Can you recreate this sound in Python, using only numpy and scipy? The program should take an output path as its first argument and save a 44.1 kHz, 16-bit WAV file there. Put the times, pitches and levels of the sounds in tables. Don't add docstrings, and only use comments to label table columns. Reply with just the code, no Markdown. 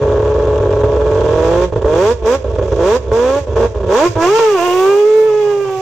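import sys
import numpy as np
from scipy import signal
from scipy.fft import rfft, irfft, next_fast_len
from scipy.io import wavfile
from scipy.ndimage import uniform_filter1d

SR = 44100
rng = np.random.default_rng(int(sys.argv[2]) if len(sys.argv) > 2 else 0)


def dump_mix(stems):
    frames = np.atleast_2d(stems).T
    limited = np.clip(frames, -1, 1)
    pcm = np.round(limited * 32767).astype(np.int16)
    wavfile.write(sys.argv[1], SR, pcm)


N = 256617

# time in seconds, peak in dB against the other pops.
POPS = [(0.471, -2.5), (0.601, -3.5), (0.834, 0), (1.723, -7), (1.759, -4.5), (1.814, -7.5), (1.845, -1),
        (2.222, -11.5), (2.443, -9.5), (2.534, -16), (2.584, -4), (2.613, -4.5), (2.68, -13.5), (2.719, -3),
        (3.08, -17), (3.116, -4), (3.47, -12.5), (3.557, -6), (3.746, -9.5), (3.802, -10), (3.832, -6.5),
        (3.862, -11), (4.155, -6.5)]
# time in seconds, level in dB.
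SPRAY = [(4.15, -90), (4.25, -50), (4.55, -49.5), (4.68, -40), (4.82, -42.5), (5.13, -56), (5.2, -44.5),
         (5.3, -60), (5.82, -55)]
# frequency in Hz, relative response in dB.
BOOM_RESPONSE = [(20, -46), (38, -26), (55, 4.5), (66, 10.5), (82, 1.5), (103, 7.5), (122, -8), (145, -19),
                 (200, -17), (320, -81)]
NOTE_RESPONSE = [(110, -44.5), (200, -13.5), (250, -14.5), (300, -13), (345, -3.5), (425, 6), (490, 0.5),
                 (565, -1), (630, -3), (690, -12.5), (750, -42), (900, -39.5), (1500, -71.5)]
BARK_RESPONSE = [(450, -50.5), (720, -4.5), (790, 1.5), (865, 8), (980, 9), (1020, 1), (1100, 10),
                 (1200, -4), (1340, 0.5), (1480, -7), (1660, -3), (1950, -19.5), (2600, -44.5),
                 (5000, -132)]
RASP_RESPONSE = [(1000, -7), (1750, -20.5), (2100, -6), (2400, 3), (2600, -1.5), (2750, -1), (3000, -1.5),
                 (3350, 2), (4300, -10.5), (6000, -21), (8000, -73.5), (11000, -83)]
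# frequency in Hz, relative level in dB per Hz.
HISS_SPECTRUM = [(700, -17), (1800, 1.5), (3300, -12), (4400, -8.5), (5200, -5.5), (6000, -1.5), (7100, -5),
                 (8000, -15), (9200, -33), (11000, -40.5), (16000, -71)]
SIZZLE_SPECTRUM = [(5000, -22.5), (8500, 21), (10500, 3), (12500, 15.5), (14000, 17), (15700, -9.5)]
STONE_SPECTRUM = [(600, -3), (2000, -2), (6000, -0.5), (9000, 8.5), (11000, 4), (13000, 5.5), (15000, 15),
                  (16000, -6.5)]
PLACE = {"boom": (-3.3, .01), "note": (-3.27, 0.07), "bark": (-.3, 0.4), "rasp": (-10, 0.66),
         "hiss": (-10.5, 0.95), "top": (-5.5, .3)}
# rate in cycles per firing, width in cycles per firing, level in dB.
LOPE = [(.275, 0.0053, -2.5), (.46, 0.34, -2.5)]
ROTORS_DB = [1.0, -0.15, -0.97]
# harmonic number, centre in Hz,
# half width in Hz, dB above the gas hiss at the launch, change in dB per second.
HOWL = [(2, 675, 54, 12, 9.5), (3, 1235, 117, 9, -1)]
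# round trip in seconds, share sent back (0-1).
SILENCER = [(.00235, 0.51), (0.00136, 0.43), (.0039, 0.33)]
# frequency in Hz, relative response in dB.
TAILPIPE_RESPONSE = [(1500, -43.5), (2250, 0.5), (2450, 5.5), (2600, -4), (2780, 8.5), (2950, -1),
                     (3250, -13.5), (4200, -56.5)]
# time in s, extra travel in s.
BANK = [(0, 0.0079), (4.3, 0.0095), (4.9, 0.0075), (5.4, .0058), (5.82, 0.0043)]
# time in seconds, firings per second in Hz.
IDLE_SPEED = [(0.0, 138.9), (0.4, 143.5), (0.8, 140.5), (1.08, 144.7)]
# boom, pipe note, bark and gas hiss in dB, roughness (0-1).
IDLE = (-18, -12.5, -27, -46, 0.55)
# start in seconds, length in seconds, time to press the pedal in seconds,
# firings from Hz, to Hz (before the rev limit), boom, pipe note, bark and gas hiss in dB, roughness (0-1).
BLIPS = [(1.078, 0.57, .38, 145.3, 183.9, -20, -11.5, -23, -38, 0.29),
         (1.841, .28, .17, 144, 248.5, -24.5, -10, -21, -33, 0.14),
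         (2.242, 0.11, 0.01957, 215.2, 279.8, -31.5, -9.5, -21, -32, 0.16),
         (2.774, .19, .1, 162.4, 262.2, -25.5, -10, -20.5, -32, 0.14),
         (3.106, 0.28, 0.02042, 219.5, 290.2, -28, -10.5, -23, -36.5, 0.15),
         (3.549, 0.11, 0.021, 225.5, 235.7, -19, -10.5, -23, -38.5, 0.48),
         (3.878, .192, .06, 181.7, 380.6, -36, -9.5, -16.5, -29, 0.13)]
# seconds since
# the lift, boom, pipe note, bark and gas hiss in dB (hiss before fast revs add to it), roughness (0-1).
OVERRUN = [(.028, -21, -26.5, -39, -48, .4), (.07, -30, -29, -45.5, -51, 0.57),
           (0.109, -18.5, -20.5, -34.5, -50.5, 0.8), (.35, -20, -17, -34, -44, 0.7)]
# time in seconds, firings per second in Hz, before the revs waver.
LAUNCH_SPEED = [(4.17, 322.3), (4.224, 335.3), (4.268, 365.6), (4.306, 414.4), (4.324, 433.6),
                (4.392, 461.8), (4.496, 417.3), (4.542, 386), (4.592, 336.5), (4.65, 360), (4.672, 351.7),
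                (4.896, 396.9), (5.054, 425), (5.19, 436.4), (5.582, 403.1), (5.7, 383.8), (5.8, 379)]
# time in seconds, pipe note, bark and gas hiss in dB.
LAUNCH = [(4.17, -15, -22, -47.5), (4.228, -14, -15.5, -30.5), (4.32, -9.5, -22.5, -35),
          (4.37, -10.5, -15.5, -30.5), (4.472, -9, -20, -35.5), (4.528, -11.5, -31, -36),
          (4.554, -10.5, -19, -42), (4.582, -19, -21, -36), (4.866, -9.5, -19.5, -38),
          (5.054, -8.5, -30.5, -42.5), (5.192, -6, -26, -43), (5.248, -9.5, -27, -47.5),
          (5.518, -13.5, -30.5, -45), (5.56, -13.5, -36, -47), (5.656, -18.5, -30, -48.5),
          (5.819, -23, -38.5, -45)]
# pipe note, bark and gas hiss in dB.
LAUNCH_VOICE_DB = (0.5, 0.5, 3.5)
# time in seconds, level in dB.
LAUNCH_BOOM = [(4.16, -21), (4.23, -33), (4.39, -37), (4.46, -46), (4.83, -40), (5.08, -49.5), (5.3, -41.5),
               (5.82, -35)]
# time in s, dB against the gas hiss.
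BLARE = [(4.22, -35), (4.38, -7), (4.47, -12), (4.57, -1), (4.76, -6), (5.05, -19), (5.82, -5)]
# boom, pipe note, bark and gas hiss in dB against the pop's peak.
FLARE_DB = (-11.5, -9, -24.5, -42.5)
# time in seconds, left minus right in dB.
PAN = [(.7, 2), (1.25, 0), (4.5, 0.76), (5.25, -1.5)]

FOREST_T60_S, FOREST_DB = 0.6, -20
STONES_PER_S = 2500
CUTOFF_HZ = 15750
PEDAL_FIRST_SHARE = 0.28
OPEN_S, SHUT_S = 0.017, 0.024
LIMITER_HZ = 354
COAST_BEND = 0.75
LAUNCH_S = 4.15
STUMBLE_S, STUMBLE_WIDTH_S = 4.386, 0.008
STUMBLE_ROUGH, STUMBLE_DIP_DB = 0.53, 4
LAUNCH_ROUGH, BITE_ROUGH, BITE_S = 0.11, 0.32, 0.051
WAVER_SHARE, WAVER_HZ = 0.004, 14
THIN_HZ, THIN_WIDTH_HZ, THIN_DB = 287, 25, 3
OVERRUN_HISS_DB_PER_HZ, OVERRUN_FAST_HZ = 0.11, 235
FLARE_RISE_S, FLARE_HOLD_S, FLARE_FADE_DB_PER_S = 0.0026, 0.016, 550.5


def from_db(db):
    return 10 ** (np.asarray(db) / 20)


def rms_one(x):
    return x / np.sqrt(np.mean(x ** 2) + 1e-20)


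def in_time(rows):
    s, *columns = np.transpose(rows)
    return [np.interp(np.arange(N) / SR, s, c) for c in columns]


def ramp(start_s, length_s):
    return np.clip((np.arange(N) / SR - start_s) / max(length_s, 0.001), 0, 1)


def through(x, response):
    size = next_fast_len(N + SR // 4, True) // 2 * 2
    hz, db = np.transpose(response)
    grid = np.maximum(np.arange(size // 2 + 1) * SR / size, 1)
    rolloff_db = 12 * np.log2(np.maximum(grid / hz[-1], 1))
    gain_db = np.interp(np.log(grid), np.log(hz), db) - rolloff_db
    cepstrum = irfft(np.log(from_db(gain_db)))
    cepstrum[1:size // 2] *= 2
    cepstrum[size // 2 + 1:] = 0
    return irfft(rfft(x, size) * np.exp(rfft(cepstrum)))[..., :N]


def evened(x, span_s):
    size = max(int(span_s * SR), 8)
    power = np.mean(np.atleast_2d(x) ** 2, axis=0)
    smooth_power = uniform_filter1d(uniform_filter1d(power, size), size)
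    return x / np.sqrt(np.abs(smooth_power) + 1e-14)


def slow_noise(top_hz):
    lowpass = signal.butter(2, top_hz, fs=SR, output="sos")
    return rms_one(signal.sosfilt(lowpass, rng.standard_normal(N)))


def clicks(at, heights):
    out, taps = np.zeros(N), np.arange(-7, 9)
    index = np.floor(at).astype(int)[:, None] + taps
    offset = index - at[:, None]
    shape = np.sinc(offset) * np.sinc(offset / 8)
    np.add.at(out, np.clip(index, 0, N - 1), heights[:, None] * shape)
    return out


def scatter(x, t60, delay_s):
    t = np.arange(int(t60 * SR)) / SR
    echoes = rng.standard_normal(len(t)) * from_db(-60 * t / t60) * (t > delay_s)
    return signal.fftconvolve(x, echoes / np.linalg.norm(echoes))[:N]


def placed(x, name):
    pan_db, spread = PLACE[name]
    reflections = scatter(np.atleast_2d(x).mean(axis=0), t60=0.07, delay_s=0.001)
    side = np.clip(spread, 0, 0.9) * reflections * np.array([[1], [-1]])
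    gains = from_db(np.array([[pan_db], [-pan_db]]) / 2)
    return (x + side) * gains / gains.mean()


def forest(x):
    band = signal.butter(1, [180, 3500], "band", fs=SR, output="sos")
    dull = signal.sosfilt(band, x.mean(axis=0))
    tails = [scatter(dull, FOREST_T60_S, delay_s=0.034) for side in range(2)]
    return from_db(FOREST_DB) * np.array(tails)


def gravel(size_spread_db=2.5, grit=0.5):
    level_db, = in_time(SPRAY)
    per_s = STONES_PER_S * np.sqrt(from_db(level_db - level_db.max()))
    sizes = from_db(size_spread_db * np.minimum(rng.exponential(1, N), 4)) * rng.standard_normal(N)
    hits = sizes * (rng.random(N) < per_s / SR)
    ticks = scatter(hits, t60=0.006, delay_s=0)
    ticks = rms_one(ticks / np.sqrt(np.abs(per_s) + 1))
    stones = through(ticks + grit * rng.standard_normal(N), STONE_SPECTRUM)
    return placed(from_db(level_db) * rms_one(stones), "top")


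def pops(level_db=-7.0, bark_db=-18.0, crack_db=-36.0):
    s, peak_db = np.transpose(POPS)
    bangs = clicks(s * SR, from_db(peak_db))
    out = through(bangs, NOTE_RESPONSE)
    out = out + from_db(bark_db) * through(bangs, BARK_RESPONSE)
    out = out + from_db(crack_db) * through(bangs, RASP_RESPONSE)
    return placed(out * from_db(peak_db.max() + level_db) / np.abs(out).max(), "note")


def missed_firings(gap_s=0.0088, depth=0.41):
    before_s = np.transpose(POPS)[0][:, None] - np.arange(N) / SR
    dips = np.clip(before_s / 0.00067, 0, 1) * np.clip(2 - before_s / gap_s, 0, 1)
    return 1 - depth * dips.max(axis=0)


def bank_echo(x, share=0.3):
    lag_s, = in_time(BANK)
    n = np.arange(N)
    return x + share * np.interp(n - lag_s * SR, n, x, left=0)


def silencer(x):
    for trip_s, share in SILENCER:
        delay = np.exp(-2j * np.pi * np.arange(N + 1) * trip_s * SR / (2 * N))
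        share = np.clip(share, 0, 0.8)
        x = irfft(rfft(x, 2 * N) * (delay - share) / (1 - share * delay))[:N]
    return x


def pedal(start_s, press_s):
    return PEDAL_FIRST_SHARE + (1 - PEDAL_FIRST_SHARE) * ramp(start_s, press_s) ** 2


def engine_speed():
    t = np.arange(N) / SR
    hz, = in_time(IDLE_SPEED)
    following = [(row[0], row[3]) for row in BLIPS[1:]] + [(LAUNCH_S, LAUNCH_SPEED[0][1])]
    for (start, length, press, from_hz, to_hz, *_), (next_s, next_hz) in zip(BLIPS, following):
        lift = start + length
        work = np.cumsum(pedal(start, press) * ramp(start, 0) * (1 - ramp(lift, 0)))
        climb = np.minimum(from_hz + (to_hz - from_hz) * work / work[-1], LIMITER_HZ)
        coast = ramp(lift, next_s - lift) ** COAST_BEND
        hz = np.where(t < start, hz, climb + (next_hz - climb) * coast)
    launch_hz = in_time(LAUNCH_SPEED)[0] * (1 + WAVER_SHARE * slow_noise(WAVER_HZ))
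    return np.where(t < LAUNCH_S, hz, launch_hz)


def launch_state():
    stumble = np.exp(-((np.arange(N) / SR - STUMBLE_S) / STUMBLE_WIDTH_S) ** 2)
    voices_db = in_time(LAUNCH) + np.array(LAUNCH_VOICE_DB)[:, None] - STUMBLE_DIP_DB * stumble
    rough = LAUNCH_ROUGH + BITE_ROUGH * (1 - ramp(LAUNCH_S, BITE_S)) + STUMBLE_ROUGH * stumble
    return np.vstack([in_time(LAUNCH_BOOM), voices_db, rough])


def exhaust_state(firing_hz):
    idle = np.array(IDLE)[:, None]
    state = idle * np.ones(N)
    thin_db = THIN_DB * np.exp(-((firing_hz - THIN_HZ) / THIN_WIDTH_HZ) ** 2)
    pumping_db = OVERRUN_HISS_DB_PER_HZ * np.maximum(firing_hz - OVERRUN_FAST_HZ, 0)
    for start, length, press, _, _, *pressed in BLIPS:
        lift = start + length
        driven = idle + (np.array(pressed)[:, None] - idle) * pedal(start, press)
        driven[1] -= thin_db
        coasting = np.array(in_time([(lift + s, *row) for s, *row in OVERRUN]))
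        coasting[3] += pumping_db
        state += (driven - state) * ramp(start, OPEN_S)
        state += (coasting - state) * ramp(lift, SHUT_S)
    return state + (launch_state() - state) * ramp(LAUNCH_S, OPEN_S)


def flared(levels_db):
    t = np.arange(N) / SR
    flares = []
    for s, peak_db in POPS:
        fade_db = FLARE_FADE_DB_PER_S * np.maximum(t - s - FLARE_HOLD_S, 0)
        flares.append(ramp(s, FLARE_RISE_S) * from_db(peak_db - fade_db))
    flare_db = 20 * np.log10(np.max(flares, axis=0) + 1e-9)
    return np.maximum(levels_db, flare_db + np.array(FLARE_DB)[:, None])


def firings(firing_hz, rough, chance=0.85, timing=0.051):
    turns = np.cumsum(firing_hz) / SR
    at = np.interp(np.arange(1, int(turns[-1])), turns, np.arange(N))
    draws = rng.standard_normal((len(at), 4))
    swing = chance * draws[:, 0]
    for k, (cycles, width, level_db) in enumerate(LOPE):
        r = np.exp(-np.pi * abs(width))
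        resonator = [1, -2 * r * np.cos(2 * np.pi * cycles), r * r]
        swing = swing + from_db(level_db) * rms_one(signal.lfilter([1], resonator, draws[:, k + 1]))
    uneven = np.clip(rough[at.astype(int)], 0, 1)
    strength = np.maximum(1 + 1.04 * uneven * rms_one(swing), 0.2)
    strength = strength * from_db(np.resize(ROTORS_DB, len(at)))
    shift = timing * (uneven + 0.019) * draws[:, -1] * SR / firing_hz[at.astype(int)]
    return at + shift, strength


def gas_puffs(pulses, puff_s=0.0028, steady=1.0, apart=0.61):
    flare = evened(signal.lfilter([1], [1, -np.exp(-1 / (puff_s * SR))], pulses), 0.16)
    noise = rng.standard_normal(N) + apart * rng.standard_normal((2, N))
    return evened((flare + steady) * noise, 0.18)


def shaft_hum(turns, unsteady=0.41):
    return np.sqrt(2) * np.sin(2 * np.pi * turns / 3) * (1 + unsteady * slow_noise(25))


def howling(firing_hz, turns):
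    since_s = np.arange(N) / SR - LAUNCH_S
    out = np.zeros(N)
    for harmonic, hz, width_hz, db, db_per_s in HOWL:
        k = round(harmonic)
        resonance = 1 / (1 + ((k * firing_hz - hz) / width_hz) ** 2)
        out += from_db(db + db_per_s * since_s) * resonance * np.sin(2 * np.pi * k * turns)
    return np.sqrt(2) * out


def engine():
    firing_hz = engine_speed()
    *levels_db, rough = exhaust_state(firing_hz)
    boom_db, note_db, bark_db, hiss_db = flared(levels_db)
    turns = np.cumsum(firing_hz) / SR
    revved = np.clip((firing_hz - 290) / 70, 0, 1)

    at, strength = firings(firing_hz, rough)
    pulses = evened(silencer(clicks(at, strength)), 0.047)
    sharp = clicks(at, strength ** 1.23)
    edge = evened(bank_echo(silencer(sharp)), 0.22)
    gas = gas_puffs(sharp)
    ragged = rough * gas

    smooth = 0.96 * revved
    lumpy = evened(through(pulses, BOOM_RESPONSE), 0.042)
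    boom = from_db(boom_db) * (np.sqrt(1 - smooth) * lumpy + np.sqrt(smooth) * shaft_hum(turns))

    note = evened(through(pulses + 0.93 * ragged.mean(axis=0), NOTE_RESPONSE), 0.015)
    howl = from_db(hiss_db) * ramp(LAUNCH_S, OPEN_S) * revved * howling(firing_hz, turns)
    bark = from_db(bark_db) * evened(through(edge + 0.87 * ragged, BARK_RESPONSE), 0.039)

    softened = through(edge, [(1900, 1), (2900, 0), (3700, -9.5)])
    blunt = (1 - revved) * edge + revved * softened
    rasp_db = (bark_db + hiss_db) / 2 - 6 + 2 * revved
    rasp = from_db(rasp_db) * evened(through(blunt + 3.4 * ragged, RASP_RESPONSE), 0.091)

    hiss = from_db(hiss_db) * evened(through(gas_puffs(sharp) + 0.34 * edge, HISS_SPECTRUM), 0.18)
    blare_db = hiss_db + in_time(BLARE)[0]
    blare = from_db(blare_db) * evened(through(edge + 0.88 * gas, TAILPIPE_RESPONSE), 0.066)

    sizzle_db = hiss_db - 17.5 + 0.47 * np.minimum(hiss_db + 36, 0)
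    sizzle = from_db(sizzle_db) * evened(through(gas, SIZZLE_SPECTRUM), 0.05)

    voices = {"boom": boom, "note": from_db(note_db) * note + howl, "bark": bark,
              "rasp": rasp + blare, "hiss": hiss, "top": sizzle}
    return sum(placed(x, name) for name, x in voices.items())


def scene():
    pan_db, = in_time(PAN)
    car = (engine() * missed_firings() + pops()) * from_db(np.array([pan_db, -pan_db]) / 2)
    return car + forest(car) + gravel()


def record(dry, top=0.67):
    rounded = dry / (1 + (dry / top) ** 8) ** (1 / 8)
    lowpass = signal.ellip(10, 0.1, 90, CUTOFF_HZ, fs=SR, output="sos")
    return signal.sosfilt(lowpass, rounded)


dry = scene()
out = record(dry)
dump_mix(out)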